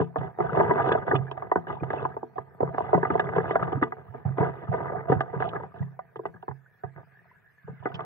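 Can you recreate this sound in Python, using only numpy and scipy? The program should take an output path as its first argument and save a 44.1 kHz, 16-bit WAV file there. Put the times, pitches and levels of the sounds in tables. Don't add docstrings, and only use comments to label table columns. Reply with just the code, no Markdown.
import sys
import numpy as np
from scipy import signal
from scipy.io import wavfile
from scipy.ndimage import uniform_filter1d, minimum_filter1d

SR = 44100
rng = np.random.default_rng(int(sys.argv[2]) if len(sys.argv) > 2 else 0)


def dump(signal):
    limited = np.clip(np.atleast_2d(signal).T, -1, 1)
    pcm = np.round(limited * 32767).astype(np.int16)
    wavfile.write(sys.argv[1], SR, pcm)


N = 355001
TIME = np.arange(N) / SR
RING_TIME = np.arange(SR // 2) / SR


def amp(db):
    return 10 ** (np.asarray(db) / 20)


def add(mix, start_s, sound):
    part = mix[:, max(round(start_s * SR), 0):][:, :sound.shape[1]]
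    part += sound[:, :part.shape[1]]


def convolve(drive, response):
    return signal.oaconvolve(drive[None], response, axes=1)


def strength(sound, size=900):
    return np.sqrt(np.mean(sound[:, :size] ** 2) + 1e-30)


# f/Hz, t60/s, left level/dB, right level/dB, lead of left over right/rad
BOARD_MODES = [(87, 0.028, -23, -16.5, 4), (108.6, 0.11, -11.5, -7, 0.23), (134.2, 0.35, -6.5, 5, 0),
               (167.3, 0.28, 0, -14, -5), (242.2, 0.28, -17, -10.5, 1.27), (309, 0.047, -17, -11.5, -0.3),
               (356.3, 0.26, -6, -5, -1.88), (401, 0.056, -2, -2.5, -0.63), (443.3, 0.17, -0.5, -7, 0.44),
               (668.5, 0.066, -5.5, -1.5, 2), (674.7, 0.21, -7, -5, 5), (749.4, 0.093, -26, 2, 1),
               (880.5, 0.056, -9, -6, 1.5), (971, 0.038, -8, -8, 0.06), (1075, 0.037, -13.5, -20, -2.1),
               (1209, 0.059, -6, -9.5, 1.16), (1390, 0.058, -29.5, -21.5, 1.5),
               (1491, 0.072, -12, -18.5, 1.05), (1649, 0.039, -14, -13, 1.55), (1772, 0.016, -40, -21, 3.5),
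               (1959, 0.084, -16, -13.5, 2), (2556, 0.01, -36.5, -28.5, 4), (2863, 0.023, -38, -30, 4),
               (3150, 0.033, -32, -34, 2.5), (3405, 0.018, -37, -33, 4), (3704, 0.0099, -43.5, -37.5, 2.5),
               (4100, .012, -56, -53, 3), (5000, .01, -61, -61, -0.5)]


def mode_rings(punch=1.9, punch_t60_s=0.034):
    low_wall_hz, high_wall_hz = 2080, 5200
    rings = []
    for hz, t60_s, *_ in BOARD_MODES:
        fade = amp(-60 * RING_TIME / t60_s) + punch * amp(-60 * RING_TIME / punch_t60_s)
        ring = fade / fade.sum() * np.exp(2j * np.pi * hz * RING_TIME)
        swell = signal.butter(2, [hz / np.sqrt(2), hz * np.sqrt(2)], "band", fs=SR, output="sos")
        wall_hz = high_wall_hz if hz > low_wall_hz else low_wall_hz
        wall = signal.butter(6, wall_hz, fs=SR, output="sos")
        rings.append(signal.sosfilt(np.vstack([swell, wall]), ring))
    return np.array(rings)


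# f/Hz; boom, depth, knock, brightness and crack lie between them
REGISTER_EDGES_HZ = [0, 220, 520, 1100, 2300, 9000]


def hull_spot(rings, vary_db=-0.5, vary_phase_rad=0.96, side_phase_rad=0.1):
    hz, _, left_db, right_db, lead_rad = np.transpose(BOARD_MODES)
    size, turn, skew = rng.standard_normal((3, len(hz)))
    lag_rad = lead_rad + side_phase_rad * skew * np.minimum(hz / 1000, 1)
    sides = np.array([amp(left_db), amp(right_db) * np.exp(-1j * lag_rad)])
    weight = sides * amp(vary_db * size) * np.exp(1j * vary_phase_rad * turn)
    edges = np.searchsorted(hz, REGISTER_EDGES_HZ)
    return [(weight[:, a:b] @ rings[a:b]).real for a, b in zip(edges, edges[1:])]


# t/s, knock level/dB, depth re knock/dB, brightness re knock/dB, spatter scale/s
HULL_SLAPS = [(0.0, -28, 4.5, -8, .005), (0.016, -33.5, 5, -15, 0.0019), (0.158, -27, -4.5, -9, 0.0032),
              (0.386, -30, -1, -19, .014), (0.403, -23, -4.5, -16, .003), (0.572, -23, -1.5, -12, .015),
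              (0.6, -12, -6, -10.5, .003), (0.7, -26, 2.5, -27.5, .008), (0.709, -21.5, -6.5, -19, .003),
              (0.779, -25.5, -22, -6, .008), (0.797, -25, -22.5, -7, .005), (0.916, -31.5, 8.5, 5.5, .002),
              (0.95, -21.5, -7, -16.5, .002), (1.113, -23.5, -4.5, -3.5, .003), (1.152, -27, -1, -2, .001),
              (1.313, -36, -3.5, -9.5, .001), (1.375, -34.5, -25, -7, .001), (1.422, -33, -13, -10, .003),
              (1.515, -19, -9, -10.5, .001), (1.557, -22.5, -2.5, -12, .0025), (1.699, -32.5, -8, -4, .004),
              (1.833, -34.5, -3, -6, .001), (1.903, -32.5, -6, 0, .001), (1.934, -28.5, -8, -25, .001),
              (2.051, -25, -9.5, -12, .001), (2.166, -33, -2, -19.5, .001), (2.229, -35.5, 0, -26, .001),
              (2.381, -31.5, -4, -8.5, .0024), (2.604, -25, -3.5, -29.5, .003),
              (2.628, -25.5, 2.5, -29, .002), (2.744, -35, -3, -8, .001),
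              (2.782, -24.5, -12.5, -23.5, .001), (2.804, -27, -8.5, -31.5, .001),
              (2.93, -14.5, -2.5, -31, .005), (2.944, -18, -4, -10.5, .001), (2.976, -25.5, -2, -24, .002),
              (3.029, -27, 1, -3.5, .003), (3.05, -33, -6, 5, .002), (3.102, -27, 0.5, 0, .002),
              (3.153, -23.5, -2, -25, .001), (3.195, -24, -7, -1, .001), (3.363, -26, 2, -19, .013),
              (3.381, -28.5, 5, -2, .002), (3.507, -29, 1.5, -4, .002), (3.555, -17, -9, -10, .001),
              (3.626, -29, -6, 1.5, .002), (3.726, -30, 1, -5, .004), (3.826, -25, -1.5, 3.5, .002),
              (3.921, -34, -8.5, -5, .001), (4.144, -41.5, -2.5, -12, .003), (4.382, -31.5, 3, -3.5, .0024),
              (4.408, -30, 4, -12, .011), (4.427, -26.5, 1, -12, 0.0024), (4.737, -27, -2.5, -12, .0035),
              (5.097, -26, 3.5, -33.5, .005), (5.118, -19, -0.5, -14, .002), (5.206, -26.5, -7.5, -1, .001),
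              (5.423, -27, -17.5, -7, .004), (5.563, -40, -1, 2.5, .001), (5.991, -35.5, -31, -9.5, .001),
              (6.157, -42, 1.5, -6, .001), (6.192, -43.5, 9, -24, .002), (6.254, -31, -5, -11, .001),
              (6.426, -42.5, -8, -13, .002), (6.48, -33, -6, -18, .0015), (6.51, -43, -13, -9, 0.0022),
              (6.835, -34, -7, -12, 0.0042), (7.68, -50.5, 10, -6, .0065),
              (7.856, -31.5, 0.5, -0.5, 0.0036), (7.869, -34.5, -5.5, -5, 0.0018),
              (7.992, -35.5, -11, -5, 0.0019), (8.004, -38, -7, 0, 0.0022)]


def slaps(rings, spatter=0.42, pieces=10):
    crack_db, crack_slope = -38.5, 0.3
    out = np.zeros((2, N))
    for start_s, knock_db, depth_db, bright_db, spatter_s in HULL_SLAPS:
        late = -np.log(rng.uniform(1 / 20, 1, pieces))
        size = rng.standard_normal(pieces)
        drive = np.zeros(SR // 10)
        drive[0] = 1
        at = np.minimum(late * spatter_s * SR, len(drive) - 1).astype(int)
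        drive[at] += spatter * size * np.exp(-late / 10)
        colour = amp([depth_db, 0, bright_db, crack_db + crack_slope * bright_db])
        registers = hull_spot(rings[:, :SR // 5], vary_db=2.5)[1:]
        for gain, response in zip(colour, registers):
            blow = convolve(drive, response)
            add(out, start_s, amp(knock_db) * gain * blow / strength(blow))
    return out


# t/s, level before trim/dB, starting f/Hz
AIR_POCKETS = [(0.004, -25.5, 153), (0.181, -31.5, 146), (0.399, -32.5, 163.5), (0.526, -29, 150.5),
               (0.576, -30, 142), (0.688, -29, 133.6), (1.14, -24, 121.6), (1.193, -28.5, 134.7),
               (1.561, -34, 162), (1.816, -30.5, 132), (2.01, -45, 128), (2.386, -47.5, 112),
               (2.622, -29.5, 150), (2.948, -23, 170), (3.114, -34, 160), (3.248, -36, 135),
               (3.371, -28.5, 150), (3.623, -32, 154), (3.746, -26.5, 131), (4.083, -41.5, 122),
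               (4.253, -23, 127), (4.298, -31, 137.5), (4.4, -21.5, 140), (4.687, -25, 138),
               (5.097, -23, 156), (5.159, -25, 127.6), (5.36, -31, 141), (5.803, -26.5, 135),
               (6.167, -48.5, 142), (6.26, -49, 173), (6.346, -47.5, 176), (6.489, -37.5, 121),
               (6.84, -37, 126), (6.959, -44, 122), (7.642, -47, 137), (7.69, -38, 139),
               (7.798, -43.5, 108), (7.94, -37, 139)]


def booms(rings, trim_db=-1.0, rise_per_s=0.45, swell_s=0.003):
    lean_hz, lean_db_per_octave = 146, 40
    out = np.zeros((2, N))
    t = RING_TIME[:SR // 8]
    for peak_s, level_db, hz in AIR_POCKETS:
        gulp = t * np.exp(-t / swell_s) * np.sin(2 * np.pi * hz * t * (1 + rise_per_s * t))
        boom = convolve(gulp, hull_spot(rings, vary_db=3.5, vary_phase_rad=0.4)[0])
        lean_db = lean_db_per_octave * np.log2(hz / lean_hz)
        boom = boom / boom.std(1, keepdims=True) * amp(np.array([[lean_db], [-lean_db]]) / 2)
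        add(out, peak_s - swell_s, amp(level_db + trim_db) * boom / strength(boom, size=1600))
    return out


def churn(rings, bright_db=0.5, bubble_db=2.0, spots=6):
    wash, heave, fizz = np.zeros((3, 2, N))
    for _ in range(spots):
        boom, depth, knock, bright, crack = hull_spot(
            rings, vary_db=0.0, vary_phase_rad=1.185, side_phase_rad=0.39)
        drops = pattering(per_s=65, spread_db=4.5)
        gurgle = bubbles(low_hz=327.8, high_hz=2124, cycles=5.35, glide=0.22, per_s=55, spread_db=5.5)
        froth = bubbles(low_hz=2134, high_hz=3860, cycles=3.8, glide=0.05, per_s=47, spread_db=2.5)
        body = depth + knock + amp(bright_db) * bright
        wash += convolve(drops + amp(bubble_db) * gurgle, body)[:, :N]
        heave += convolve(drops, boom)[:, :N]
        fizz += convolve(drops / 2 + 2 * froth, crack)[:, :N]
    return sum(steadied(x) * gain for x, gain in zip((wash, heave, fizz), flow()))


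# t/s, churn level/dB, fizz level/dB
BOW_WASH = [(0, -51.5, -96), (0.36, -54, -99), (0.419, -39, -69), (0.62, -27, -62), (0.93, -26, -54.5),
            (1.03, -38, -72.5), (1.27, -44, -75.5), (1.63, -52, -85), (2.02, -34, -70), (2.27, -59.5, -94),
            (2.57, -55, -95), (2.78, -37, -69), (3.1, -32.5, -65.5), (3.72, -33, -69), (3.9, -55, -80),
            (4.23, -53, -83), (4.6, -41.5, -70), (5.05, -40.5, -80), (5.55, -43, -74), (5.7, -55.5, -85),
            (5.95, -62, -93.5), (6.7, -71.5, -93), (7.25, -66.5, -85), (7.6, -75.5, -87), (7.8, -62.5, -77),
            (8.05, -41.5, -74)]
# t/s, length/s, churn level/dB, fizz level/dB
BREAKING_WAVELETS = [(0.0, 0.01, -39.5, -54.5), (0.167, 0.098, -33.5, -67), (0.396, 0.075, -29.5, -66.5),
                     (0.527, 0.11, -27.5, -57.5), (0.841, 0.06, -27, -58), (1.065, 0.091, -27, -60.5),
                     (1.399, 0.068, -43, -81), (1.557, 0.031, -34.5, -74), (1.666, 0.084, -34, -60.5),
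                     (1.897, 0.15, -35, -58), (2.355, 0.02, -38.5, -69), (2.47, 0.022, -62, -88),
                     (2.602, 0.096, -37, -84), (2.78, 0.064, -46.5, -63), (3.106, 0.048, -35, -62),
                     (3.348, 0.022, -31, -54), (3.467, 0.056, -41.5, -57), (3.813, 0.026, -31, -64),
                     (3.964, .03, -45, -90), (4.137, 0.025, -42, -74), (4.248, 0.034, -38, -74),
                     (4.371, .11, -28, -61), (4.714, 0.16, -31, -66.5), (4.89, 0.092, -30.5, -79),
                     (5.081, 0.056, -28.5, -59.5), (5.329, 0.042, -32, -71), (5.398, 0.076, -29.5, -55),
                     (5.523, 0.039, -32, -73), (5.595, 0.043, -39, -75), (5.739, .09, -45, -71),
                     (6.231, 0.05, -48, -79), (6.338, 0.024, -50.5, -92), (6.479, 0.02, -46, -86),
                     (6.84, 0.012, -48.5, -88), (6.958, 0.037, -45, -88), (7.674, 0.025, -50, -82),
                     (7.825, 0.14, -42.5, -69)]


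def flow():
    rise_s, sag_db_per_s, release_db_per_s = 0.005, 16, 329
    heave_db, heave_slope, heave_linger_s = -15, 0.73, 0.013
    bow_s, *bow_levels_db = np.transpose(BOW_WASH)
    power = amp([np.interp(TIME, bow_s, db) for db in bow_levels_db]) ** 2
    t = RING_TIME
    for start_s, length_s, *levels_db in BREAKING_WAVELETS:
        fall_db = sag_db_per_s * t + release_db_per_s * np.maximum(t - length_s, 0)
        gush = np.minimum(t / rise_s, 1) * amp(-fall_db)
        add(power, start_s, (amp(levels_db)[:, None] * gush) ** 2)
    wash, fizz = np.sqrt(power)
    keep = np.exp(-1 / (heave_linger_s * SR))
    heave = amp(heave_db) * signal.lfilter([1 - keep], [1, -keep], wash ** heave_slope)
    return wash, heave, fizz


def pattering(per_s, spread_db):
    when, size, sign, chance = rng.random((1500, 4)).T
    born = chance < per_s * N / SR / len(chance)
    impacts = np.sign(sign - 0.5) * amp(spread_db * np.minimum(-np.log(size), 4))
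    train = np.zeros(N)
    train[(when * N).astype(int)] = impacts * born
    return train


def bubbles(low_hz, high_hz, cycles, glide, per_s, spread_db):
    when, place, size, damping, chance = rng.random((700, 5)).T
    born = chance < per_s * N / SR / len(chance)
    hz = low_hz * (high_hz / low_hz) ** place[born, None]
    decay_cycles = cycles * (0.5 + damping[born, None])
    step = np.arange(SR // 32)
    age = step / SR * hz / decay_cycles
    phase = 2 * np.pi * decay_cycles * age * (1 + glide * np.tanh(age / 2))
    tones = np.exp(-age) * np.sin(phase)
    tones *= hz / SR * amp(spread_db * np.minimum(-np.log(size[born, None]), 4))
    at = (when[born, None] * N).astype(int) + step
    return np.bincount(at.ravel(), tones.ravel(), minlength=N)[:N]


def steadied(x, size=1900):
    power = uniform_filter1d(uniform_filter1d((x ** 2).mean(0), size), size)
    return x / np.sqrt(abs(power) + np.mean(power) / 20)


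# t/s, crack level/dB, spray level/dB
FLUNG_DROPS = [(0.182, -58, -90.5), (0.886, -50.5, -97), (0.92, -40, -86), (1.15, -40, -75),
               (1.311, -49.5, -78), (1.375, -72, -100), (1.834, -62, -88), (2.779, -61.5, -73),
               (3.153, -61, -79), (3.194, -44, -70), (3.508, -52, -86.5), (3.558, -59, -78),
               (3.628, -56, -80), (3.725, -56, -83.5), (3.823, -48.5, -77), (5.119, -55, -86),
               (5.204, -47, -70), (5.489, -50, -92), (6.158, -64.5, -90), (6.257, -60.5, -82),
               (6.424, -68.5, -94), (7.941, -47, -65), (7.95, -46.5, -65), (8.004, -58, -82)]


def spits(rings, low_hz=3600, high_hz=5600, dull_hz=3900, spray_t60_s=0.035, spatter_s=0.003, count=6):
    out = np.zeros((2, N))
    t = RING_TIME[:SR // 10]
    band = signal.butter(3, [low_hz, high_hz], "band", fs=SR, output="sos")
    deck = signal.butter(8, dull_hz, fs=SR, output="sos")
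    for start_s, crack_db, spray_db in FLUNG_DROPS:
        shared, *sides = rng.standard_normal((3, len(t)))
        burst = np.sqrt(t) * amp(-60 * t / spray_t60_s)
        spray = signal.sosfilt(band, (shared + np.array(sides) / 2) * burst)
        landing = (rng.exponential(spatter_s, count) * SR).astype(int)
        pieces = np.bincount(landing, rng.standard_normal(count))
        response = hull_spot(rings[:, :len(t)], vary_db=3.0)[-1]
        crack = signal.sosfilt(deck, convolve(pieces, response)[:, :len(t)])
        sound = amp(crack_db) * crack / strength(crack) + amp(spray_db) * spray / strength(spray)
        add(out, start_s, sound)
    return out


# t/s, peak level/dB, starting f/Hz
LONE_BUBBLES = [(0.873, -21, 350), (0.954, -19.5, 760), (1.134, -14.5, 409), (1.28, -40.5, 1680),
                (1.687, -54.5, 2900), (1.8, -51.5, 2410), (1.824, -25.5, 326), (1.981, -45, 2610),
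                (2.976, -20, 397), (3.773, -25.5, 263), (3.824, -13.5, 295), (5.533, -31.5, 1270),
                (5.559, -32, 1640), (5.607, -35, 900), (5.64, -32, 760), (5.825, -46, 1910),
                (6.194, -41, 630), (6.34, -46.5, 1620), (6.66, -51.5, 1500), (7.171, -52, 1720),
                (7.19, -51, 1790), (7.255, -54.5, 690), (7.313, -51, 990), (7.581, -50.5, 1720),
                (7.731, -43, 198)]


def blips(swell_s=0.0029, rise_per_s=1.0):
    out = np.zeros((2, N))
    t = RING_TIME[:SR // 10]
    for start_s, peak_db, hz in LONE_BUBBLES:
        envelope = t / swell_s * np.exp(1 - t / swell_s)
        tone = envelope * np.sin(2 * np.pi * hz * t * (1 + rise_per_s * t))
        add(out, start_s, amp(peak_db) * np.array([tone, tone]))
    return out


def mist(re_knock_db=-49.0, t60_s=0.24, low_hz=4000):
    out = np.zeros((2, N))
    t = RING_TIME[:SR // 8]
    for start_s, knock_db, *_ in HULL_SLAPS:
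        fade = amp(knock_db + re_knock_db - 60 * t / t60_s)
        add(out, start_s, fade * rng.standard_normal((2, len(t))))
    band = signal.butter(1, [low_hz, 2 * low_hz], "band", fs=SR, output="sos")
    return signal.sosfilt(band, out)


# f/Hz, relative level/dB
LAKE_SPECTRUM = [(35, -49), (60, -14.5), (125, 0), (299, -29), (478, -13.5), (546, -16), (656, -24),
                 (1120, -14.5), (1700, 4), (1850, -1.5), (2680, -19.5), (3270, -50), (4250, -78),
                 (7190, -120)]
# t/s, level re ripple_db/dB
LAKE_SWELL_DB = [(0, -3), (2.5, -4), (4.2, 2.5), (6.5, -3.5), (7.15, 3.5), (7.5, -0.5), (7.75, 5.5),
                 (8.05, 4)]
# f/Hz, relative level/dB
HISS_SPECTRUM = [(1000, 2), (4000, 1.5), (6000, -4.5), (10000, -7), (12500, 4), (13600, -1), (14000, 9.5),
                 (14400, -11.5), (15600, 5)]


def lake(ripple_db=-66.5, hiss_db=-82.5):
    ripples = wash_of(LAKE_SPECTRUM, patchy_db=5.0, likeness=0.5)
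    hiss = wash_of(HISS_SPECTRUM, patchy_db=7.0, likeness=0.4)
    swell_db = np.interp(TIME, *np.transpose(LAKE_SWELL_DB))
    return amp(ripple_db + swell_db) * ripples + amp(hiss_db) * hiss


def wash_of(spectrum, patchy_db, likeness):
    hz = np.fft.rfftfreq(1024, 1 / SR)
    a, b, c, d, patches = rng.standard_normal((5, len(hz), N // 256 + 5))
    patches = uniform_filter1d(uniform_filter1d(patches, size=6, axis=0), size=9, axis=1)
    left, other = a + 1j * b, c + 1j * d
    right = likeness * left + np.sqrt(1 - likeness ** 2) * other
    f_hz, level_db = np.transpose(spectrum)
    colour_db = np.interp(np.log(hz + 1), np.log(f_hz), level_db)[:, None]
    bins = np.array([left, right]) * amp(colour_db + patchy_db * patches / patches.std())
    return evened(signal.istft(bins, nperseg=1024, noverlap=768)[1][:, :N])


def evened(x):
    return x / np.sqrt(np.mean(x.mean(0) ** 2) + 1e-30)


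def scene():
    rings = mode_rings()
    return slaps(rings) + booms(rings) + churn(rings) + spits(rings) + blips() + mist() + lake()


def record(dry, ceiling=0.45, size=131, edge_hz=15750):
    thin = signal.sosfilt(signal.butter(2, 50, "high", fs=SR, output="sos"), dry)
    gain = minimum_filter1d(ceiling / np.maximum(abs(thin).max(0), ceiling), size)
    held = thin * uniform_filter1d(gain, size)
    band_limit = signal.firwin(511, edge_hz, window=("kaiser", 9), fs=SR)
    return signal.oaconvolve(held, band_limit[None], "same")


dry = scene()
out = record(dry)
dump(out)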